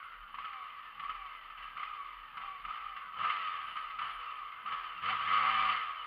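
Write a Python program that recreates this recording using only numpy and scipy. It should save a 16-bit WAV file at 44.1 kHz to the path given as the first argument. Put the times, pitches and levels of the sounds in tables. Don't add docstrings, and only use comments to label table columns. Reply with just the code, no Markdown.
import sys
import numpy as np
from scipy import signal
from scipy.fft import rfft, irfft
from scipy.io import wavfile
from scipy.ndimage import uniform_filter1d, map_coordinates

SR = 44100
rng = np.random.default_rng(int(sys.argv[2]) if len(sys.argv) > 2 else 0)


def put_to_file(sound):
    columns = np.atleast_2d(sound).T
    safe = np.clip(columns, -1, 1)
    whole_steps = np.round(safe * 32767)
    wavfile.write(sys.argv[1], SR, whole_steps.astype(np.int16))


def boost_factor(decibels):
    exponent = np.asarray(decibels, float) / 20
    return 10 ** exponent


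N = 267642

# [t/s, peak level/dB, gas level re ring/dB, ring f/Hz]
HARD_FIRINGS = [(.028, -40, -15, 1296), (0.343, -34, -11, 1140), (0.386, -32.5, -9, 1090),
                (.445, -32.5, -11, 1253), (0.53, -41, -6, 1330), (.995, -41.5, 0, 1175),
                (1.037, -32.5, -17, 1167), (1.095, -30.5, -7.5, 1244), (1.116, -34.5, -14, 1175),
                (1.152, -39, -12, 1250), (1.77, -34.5, -8.5, 1262), (1.83, -34.5, -6, 1250),
                (2.371, -39.5, 0, 1325), (2.413, -35, -11, 1250), (2.65, -33.5, -9, 1245),
                (2.685, -34.5, -17.5, 1216), (2.736, -34.5, -16, 1280), (2.964, -39.5, -1.5, 1200),
                (3.168, -38.5, -16, 1120), (3.243, -35.5, 0, 1250), (3.296, -34.5, 1, 1180),
                (3.764, -34.5, -3.5, 1130), (3.988, -34.5, -2.5, 1330), (4.017, -32, -11, 1127),
                (4.659, -34.5, -8, 1165), (4.718, -42.5, -3, 1190), (5.027, -44, -8.5, 1157),
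                (5.088, -28, -9.5, 1310), (5.129, -24, -18, 1307), (5.425, -23.5, -21, 1270)]
IDLE_TURNS = 39
BLUR_HZ = 1600


def evened(x):
    return x / np.sqrt(np.mean(x ** 2) + 1e-20)


def spectrum_at(points, hz):
    f, level_db = np.transpose(points)
    return np.interp(np.log(hz + 1), np.log(f + 1), level_db)


def band(x, lo_hz, hi_hz):
    return signal.sosfilt(signal.butter(2, [lo_hz, hi_hz], "band", fs=SR, output="sos"), x)


def coloured(points):
    gain = boost_factor(spectrum_at(points, np.fft.rfftfreq(N, 1 / SR)))
    return evened(irfft(rfft(rng.standard_normal(N)) * gain, N))


def whistle(hz, width_hz):
    lowpass = signal.butter(2, width_hz / 2, fs=SR, output="sos")
    a, b = signal.sosfilt(lowpass, rng.standard_normal((2, N)))
    return evened(((a + 1j * b) * np.exp(2j * np.pi * np.cumsum(hz) / SR)).real)


def wander(count, per_s):
    knots = rng.standard_normal((count, 400))
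    places = np.meshgrid(np.arange(count), np.arange(N) / SR * per_s, indexing="ij")
    return map_coordinates(knots, places, order=1)


def outside(start, end):
    t = np.arange(N) / SR
    return np.maximum(start - t, 0), np.maximum(t - end, 0)


def hiss():
    # [f/Hz, level/dB per Hz]
    hiss_spectrum = [(5000, -32), (5600, -14.5), (6000, -26.5), (6500, -8), (7300, -12.5), (8000, -19),
                     (8500, -8), (10000, -2), (12500, 1), (14300, -1.5), (15500, -10)]
    return boost_factor(-84.5) * coloured(hiss_spectrum)


def whine():
    whine_tone = 14373, 89.3, -87
    carrier_hz, wobble_hz, level_db = whine_tone
    t = np.arange(N) / SR
    carrier, wobble = 2 * np.pi * carrier_hz * t, 2 * np.pi * wobble_hz * t
    bend = 1.1 * np.sin(wobble) - .45 * np.sin(2 * wobble + .1)
    return np.sqrt(2) * boost_factor(level_db) * np.sin(carrier + bend)


def buzzes():
    # [t/s, peak level/dB, length/s]
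    short_buzzes = [(0.0373, -77, 0.023), (0.3202, -81, 0.03), (0.621, -81, 0.03), (1.0211, -78.5, 0.028),
                    (1.3538, -82, 0.03), (1.6277, -79.5, 0.03), (2.0113, -79, 0.027), (2.3545, -83, 0.03),
                    (2.6219, -82, 0.03), (3.0135, -82, 0.03), (3.3483, -85, 0.028), (4.1844, -82, 0.035),
                    (4.356, -80.5, 0.028), (4.6239, -81.5, 0.03), (5.017, -81.5, 0.03),
                    (5.224, -78.5, 0.03), (5.7997, -82, 0.03), (6.0357, -80, 0.03)]
    # [t/s, peak level/dB, length/s]
    long_buzzes = [
        (3.625, -78, .215),
        (4.012, -78, .11),
        (4.13, -73, .036),
    ]
    t = np.arange(N) / SR
    tick = np.floor(t * 146 * 2)
    clicks = np.diff(tick, prepend=0) * (1 + .5 * np.cos(np.pi * tick))
    clicks = clicks + .03 * rng.standard_normal(N)
    gate = np.zeros(N)
    for events in (short_buzzes, long_buzzes):
        for s, db, length in events:
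            gate += boost_factor(db - 5) * (t > s) * (t < s + length)
    return gate * evened(band(clicks, 10000, 10800))


def rumble():
    # [f/Hz, level/dB per Hz]
    rumble_spectrum = [(26, -32.5), (45, -5), (81, -5), (134, -7), (402, -14.5), (600, -6.5), (780, -43),
                       (1320, -120)]
    return boost_factor(-77.5) * coloured(rumble_spectrum)


def wind():
    # [t/s, level/dB]
    gusts = [(.03, -62), (.22, -61.5), (.45, -70), (.9, -77), (1.099, -68.5), (1.21, -67), (1.46, -66),
             (1.64, -62.5), (2.2, -67), (2.47, -64), (2.67, -64.5), (2.83, -62.5), (3.93, -66),
             (4.169, -73), (4.77, -64), (5.629, -64.5), (6.0, -72)]
    calm_db, gust_s = -73, .032
    t = np.arange(N) / SR
    level = boost_factor(calm_db) + sum(boost_factor(db) * np.exp(-.5 * ((t - s) / gust_s) ** 2) for s, db in gusts)
    edges_hz = 30.5, 41.5
    return level * evened(band(band(rng.standard_normal(N), *edges_hz), *edges_hz))


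def meadow(x):
    wet_db, t60_s, first_s = -12, .2, .006
    t = np.arange(SR // 2) / SR
    echoes = rng.choice([-1., 1.], len(t)) * (rng.random(len(t)) < .05)
    tail = echoes * boost_factor(-60 * t / t60_s) * (t > first_s)
    return x + boost_factor(wet_db) * signal.fftconvolve(x, tail / np.linalg.norm(tail))[:N]


def causal(db):
    log_gain = np.log(boost_factor(np.maximum(db, -110)))
    full = np.r_[log_gain, log_gain[-2:0:-1]]
    taps = np.fft.ifft(np.exp(np.conj(signal.hilbert(full)))).real[:len(db) // 2]
    return taps / np.linalg.norm(taps)


def case_colour():
    # [f/Hz, level/dB]
    broad_colour = [(150, -69), (250, -34), (400, -32), (600, -27.5), (900, -19.5), (1250, -12),
                    (1470, -15.5), (2500, -17.5), (3100, -21), (3800, -35.5), (4800, -43.5), (5500, -60),
                    (6000, -94), (6500, -70.5), (8000, -94.5)]
    # [f/Hz, width/Hz, level/dB]
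    case_modes = [(486, 46, -27.5), (769, 98, -21), (1013, 130, -12.5), (1130, 54, 0), (1190, 103, 0.5),
                  (1250, 60, 0.5), (1290, 80, 0.5), (1571, 35, -12), (1773, 21, -11), (2053, 210, -14),
                  (2310, 50, -17), (2731, 39, -13.5), (3000, 200, -16.5), (3564, 59, -26),
                  (4480, 48, -35.5), (7010, 310, -61), (9600, 470, -73.5), (11500, 4900, -69)]
    hz = np.fft.rfftfreq(8192, 1 / SR)
    power = boost_factor(spectrum_at(broad_colour, hz) - 2) ** 2
    for f, width, db in case_modes:
        power += (boost_factor(db) / (1 + (2 * (hz - f) / width) ** 2)) ** 2
    return causal(10 * np.log10(power))


def scrape():
    # [start t/s, end t/s, level/dB]
    scrapes = [
        (0, 0.264, -54.5),
        (3.04, 3.07, -53),
        (4.588, 4.62, -54.5),
    ]
    start_hz, sag_hz_per_s, width_hz = 1410, 230, 240
    rise_db_per_s, fall_db_per_s = 188, 251
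    out = np.zeros(N)
    for start, end, db in scrapes:
        early, late = outside(start, end)
        lasted = np.minimum(outside(start, start)[1], .5)
        level_db = db - rise_db_per_s * early - fall_db_per_s * late
        out += boost_factor(level_db) * whistle(start_hz - sag_hz_per_s * lasted, width_hz)
    return out


def pops():
    ring_rise_s, gas_rise_s, lead_s = .0021, .005, .001
    gas, ring, push = np.zeros((3, N))
    t = np.arange(1500) / SR
    ring_swell = t / ring_rise_s * np.exp(1 - t / ring_rise_s)
    gas_swell = t / gas_rise_s * np.exp(1 - t / gas_rise_s)
    for s, db, gas_db, hz in HARD_FIRINGS:
        at = round((s - lead_s) * SR)
        ring[at:at + len(t)] += boost_factor(db) * ring_swell * np.sin(2 * np.pi * hz * t)
        gas[at:at + len(t)] += boost_factor(db + gas_db + 6) * gas_swell * rng.standard_normal(len(t))
        push[at] = boost_factor(db - 30) * 100
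    return band(gas, 1500, 11000), ring, band(push, 90, 330)


def crank():
    # [start t/s, top t/s, top speed/turns per s, sag/turns per s each s]
    spin_ups = [(-.1, 0, 53.4, 46), (.34, .46, 60.1, 43), (1.0, 1.1, 60.7, 45), (1.75, 1.87, 60, 44),
                (2.36, 2.45, 57.5, 38), (2.64, 2.75, 64, 49), (3.12, 3.3, 102.5, 80), (3.75, 3.8, 72, 85),
                (3.97, 4.1, 78.6, 73), (4.47, 4.5, 51.5, 25), (4.65, 4.76, 81.5, 77),
                (5.0, 5.12, 109.3, 610)]
    # [t/s, speed/turns per s]
    long_pull = [
        (5.19, 66.6),
        (5.26, 79.7),
        (5.32, 101.4),
        (5.4, 105),
        (5.5, 111.3),
        (5.71, 108.6),
        (5.77, 102.5),
        (5.88, 81.5),
        (6.07, 65.4),
    ]
    t, hz = np.arange(N) / SR, np.full(N, float(IDLE_TURNS))
    for start, top, top_hz, sag in spin_ups:
        before = np.interp(start, t, hz)
        gain = np.sin(np.pi / 2 * np.clip((t - start) / (top - start), 0, 1))
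        now = before + (top_hz - before) * gain - sag * np.maximum(t - top, 0)
        hz = np.where(t >= start, np.maximum(now, IDLE_TURNS), hz)
    return np.where(t >= long_pull[0][0], np.interp(t, *np.transpose(long_pull)), hz)


def load(hz):
    # [open t/s, shut t/s, extra exhaust level/dB, boom level/dB, extra brightness/dB]
    twist_events = [(0, 0.243, -3.5, -79, 1), (.35, 0.417, 1, -63.5, 0), (1.007, 1.06, 2.5, -63.5, -1),
                    (1.588, 1.708, 4, -72, 0), (1.762, 1.81, 4.5, -61, -1), (2.36, 2.42, 3.5, -64, -3),
                    (2.654, 2.697, 3.5, -60.5, -2), (2.964, 2.98, 2.5, -73, -1), (3.1, 3.11, 0, -64, -1.5),
                    (3.191, 3.26, 3.5, -60.5, -2), (3.707, 3.752, 0.5, -61.5, 0.5),
                    (4.008, 4.063, 4.5, -63.5, -1.5), (4.42, 4.452, 1.5, -77, -1.5),
                    (4.677, 4.721, 4.5, -59.5, -2), (5.046, 5.17, 3.5, -58, 0), (5.188, 5.36, 6, -60, 0),
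                    (5.403, 5.477, 6, -60.5, -3), (5.51, 5.75, 3.5, -60, 0)]
    open_s, shut_s = .03, .058
    boom_lead_s = .025
    t, faster = np.arange(N) / SR, hz - IDLE_TURNS
    twists, booms = [], []
    for start, end, _, boom_db, _ in twist_events:
        early, late = outside(start, end)
        twists.append(np.clip(1 - early / open_s - late / shut_s, 0, 1))
        early, late = outside(start - boom_lead_s, end - boom_lead_s)
        booms.append(boom_db - 119.5 * early - 168.5 * late)
    twists = np.array(twists)
    opening = twists.max(0)
    extra_db, _, sharp_db = np.transpose(twist_events)[2:]
    weak = sum((t > s - .022) & (t < s) for s, *_ in HARD_FIRINGS) > 0
    level_db = -57 + .2318 * faster + extra_db @ twists - 2 * uniform_filter1d(1. * weak, size=90)
    boom_db = np.maximum(np.max(booms, 0), -82 + .14 * faster)
    coasting_s = t - np.maximum.accumulate(t * (opening > .5))
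    rasp = .2 + .45 * coasting_s + .6 * opening - .008 * faster * (.2 + .8 * opening)
    rasp += .55 * np.maximum(t - 5.35, 0) * opening
    return level_db, 4.5 + sharp_db @ twists, boom_db, np.clip(rasp, .05, .95)


def brighten(x, db):
    high = signal.sosfilt(signal.butter(2, 1600, "high", fs=SR, output="sos"), x)
    return x + (boost_factor(db) - 1) * high


def rattle(hz, turns):
    # [multiple of crank speed, extra level/dB]
    strong_orders = [(3, -5), (4, -7), (5, 1), (6, -5), (7, 1), (8, -2), (9, 0), (10, 0), (14, 3), (21, 4),
                     (42, 5)]
    pipe_hz, pipe_width_hz, pipe_db = 790, 120, 6
    order, phase = np.arange(3, 45)[:, None], rng.random((42, 1))
    extra = dict(strong_orders)
    extra_db = np.array([extra.get(k, -1) for k in order[:, 0]])[:, None]
    pipe_gain_db = pipe_db / (1 + (2 * (order * hz - pipe_hz) / pipe_width_hz) ** 4)
    extra_db = extra_db + (extra_db > 0) * pipe_gain_db
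    height = boost_factor(extra_db + 3 * wander(count=42, per_s=9))
    height = height / np.sqrt(1 + (order * hz / BLUR_HZ) ** 4)
    waves = height * np.sin(2 * np.pi * (order * turns + phase))
    return np.sqrt(4 * hz / SR) * waves.sum(0)


def port_gas(turns, strength):
    puff_turns, steady = .6, 1.2
    puffs = steady + np.exp(-(turns % 1) / puff_turns)
    return evened(puffs * strength * rng.standard_normal(N))


def gear_mesh(hz):
    # [multiple of crank speed, width/Hz, level/dB]
    gear_lines = [
        (21.13, 85, -0.5),
        (41.96, 90, 2),
    ]
    return sum(boost_factor(db - 21.5) * whistle(k * hz, width_hz) for k, width_hz, db in gear_lines)


def intake_boom(hz, turns, strength, level_db, boom_db):
    # [multiple of crank speed, level/dB]
    boom_orders = [(1, 4), (2, 4.5), (3, -8.5), (4, -11)]
    orders = sum(boost_factor(db) * np.sin(2 * np.pi * k * turns + k * k) for k, db in boom_orders)
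    lumps = evened(band(strength * rng.standard_normal(N), 130, 230))
    firing = np.clip((hz - 58) / 25, 0, 1) * np.clip((level_db + 54.5) / 10, .35, 1)
    return boost_factor(boom_db) * (firing * evened(orders) + .3 * lumps)


def engine():
    hz = crank()
    level_db, bright_db, boom_db, rasp = load(hz)
    turns = np.cumsum(hz) / SR
    uneven = uniform_filter1d(rng.standard_normal(1000)[turns.astype(int)], size=200)
    strength = boost_factor(1.5 * uneven)
    gas = port_gas(turns, strength)
    low_gas = signal.sosfiltfilt(signal.butter(2, BLUR_HZ, fs=SR, output="sos"), gas)
    drive = np.sqrt(1 - rasp) * rattle(hz, turns) + gas - (1 - np.sqrt(rasp)) * low_gas
    exhaust = brighten(boost_factor(level_db + 6.5) * (drive + gear_mesh(hz)), bright_db)
    return exhaust, intake_boom(hz, turns, strength, level_db, boom_db)


def scene():
    exhaust, boom = engine()
    gas, ring, push = pops()
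    heard = signal.fftconvolve(exhaust + gas, case_colour())[:N] + ring + scrape()
    return (meadow(heard) + boom + push + wind() + rumble())[None]


def roll_off(x):
    return signal.sosfilt(signal.butter(12, 15750, fs=SR, output="sos"), x)


def record(dry):
    mix = dry + hiss() + whine() + buzzes()
    return roll_off(mix)


dry = scene()
out = record(dry)
put_to_file(out)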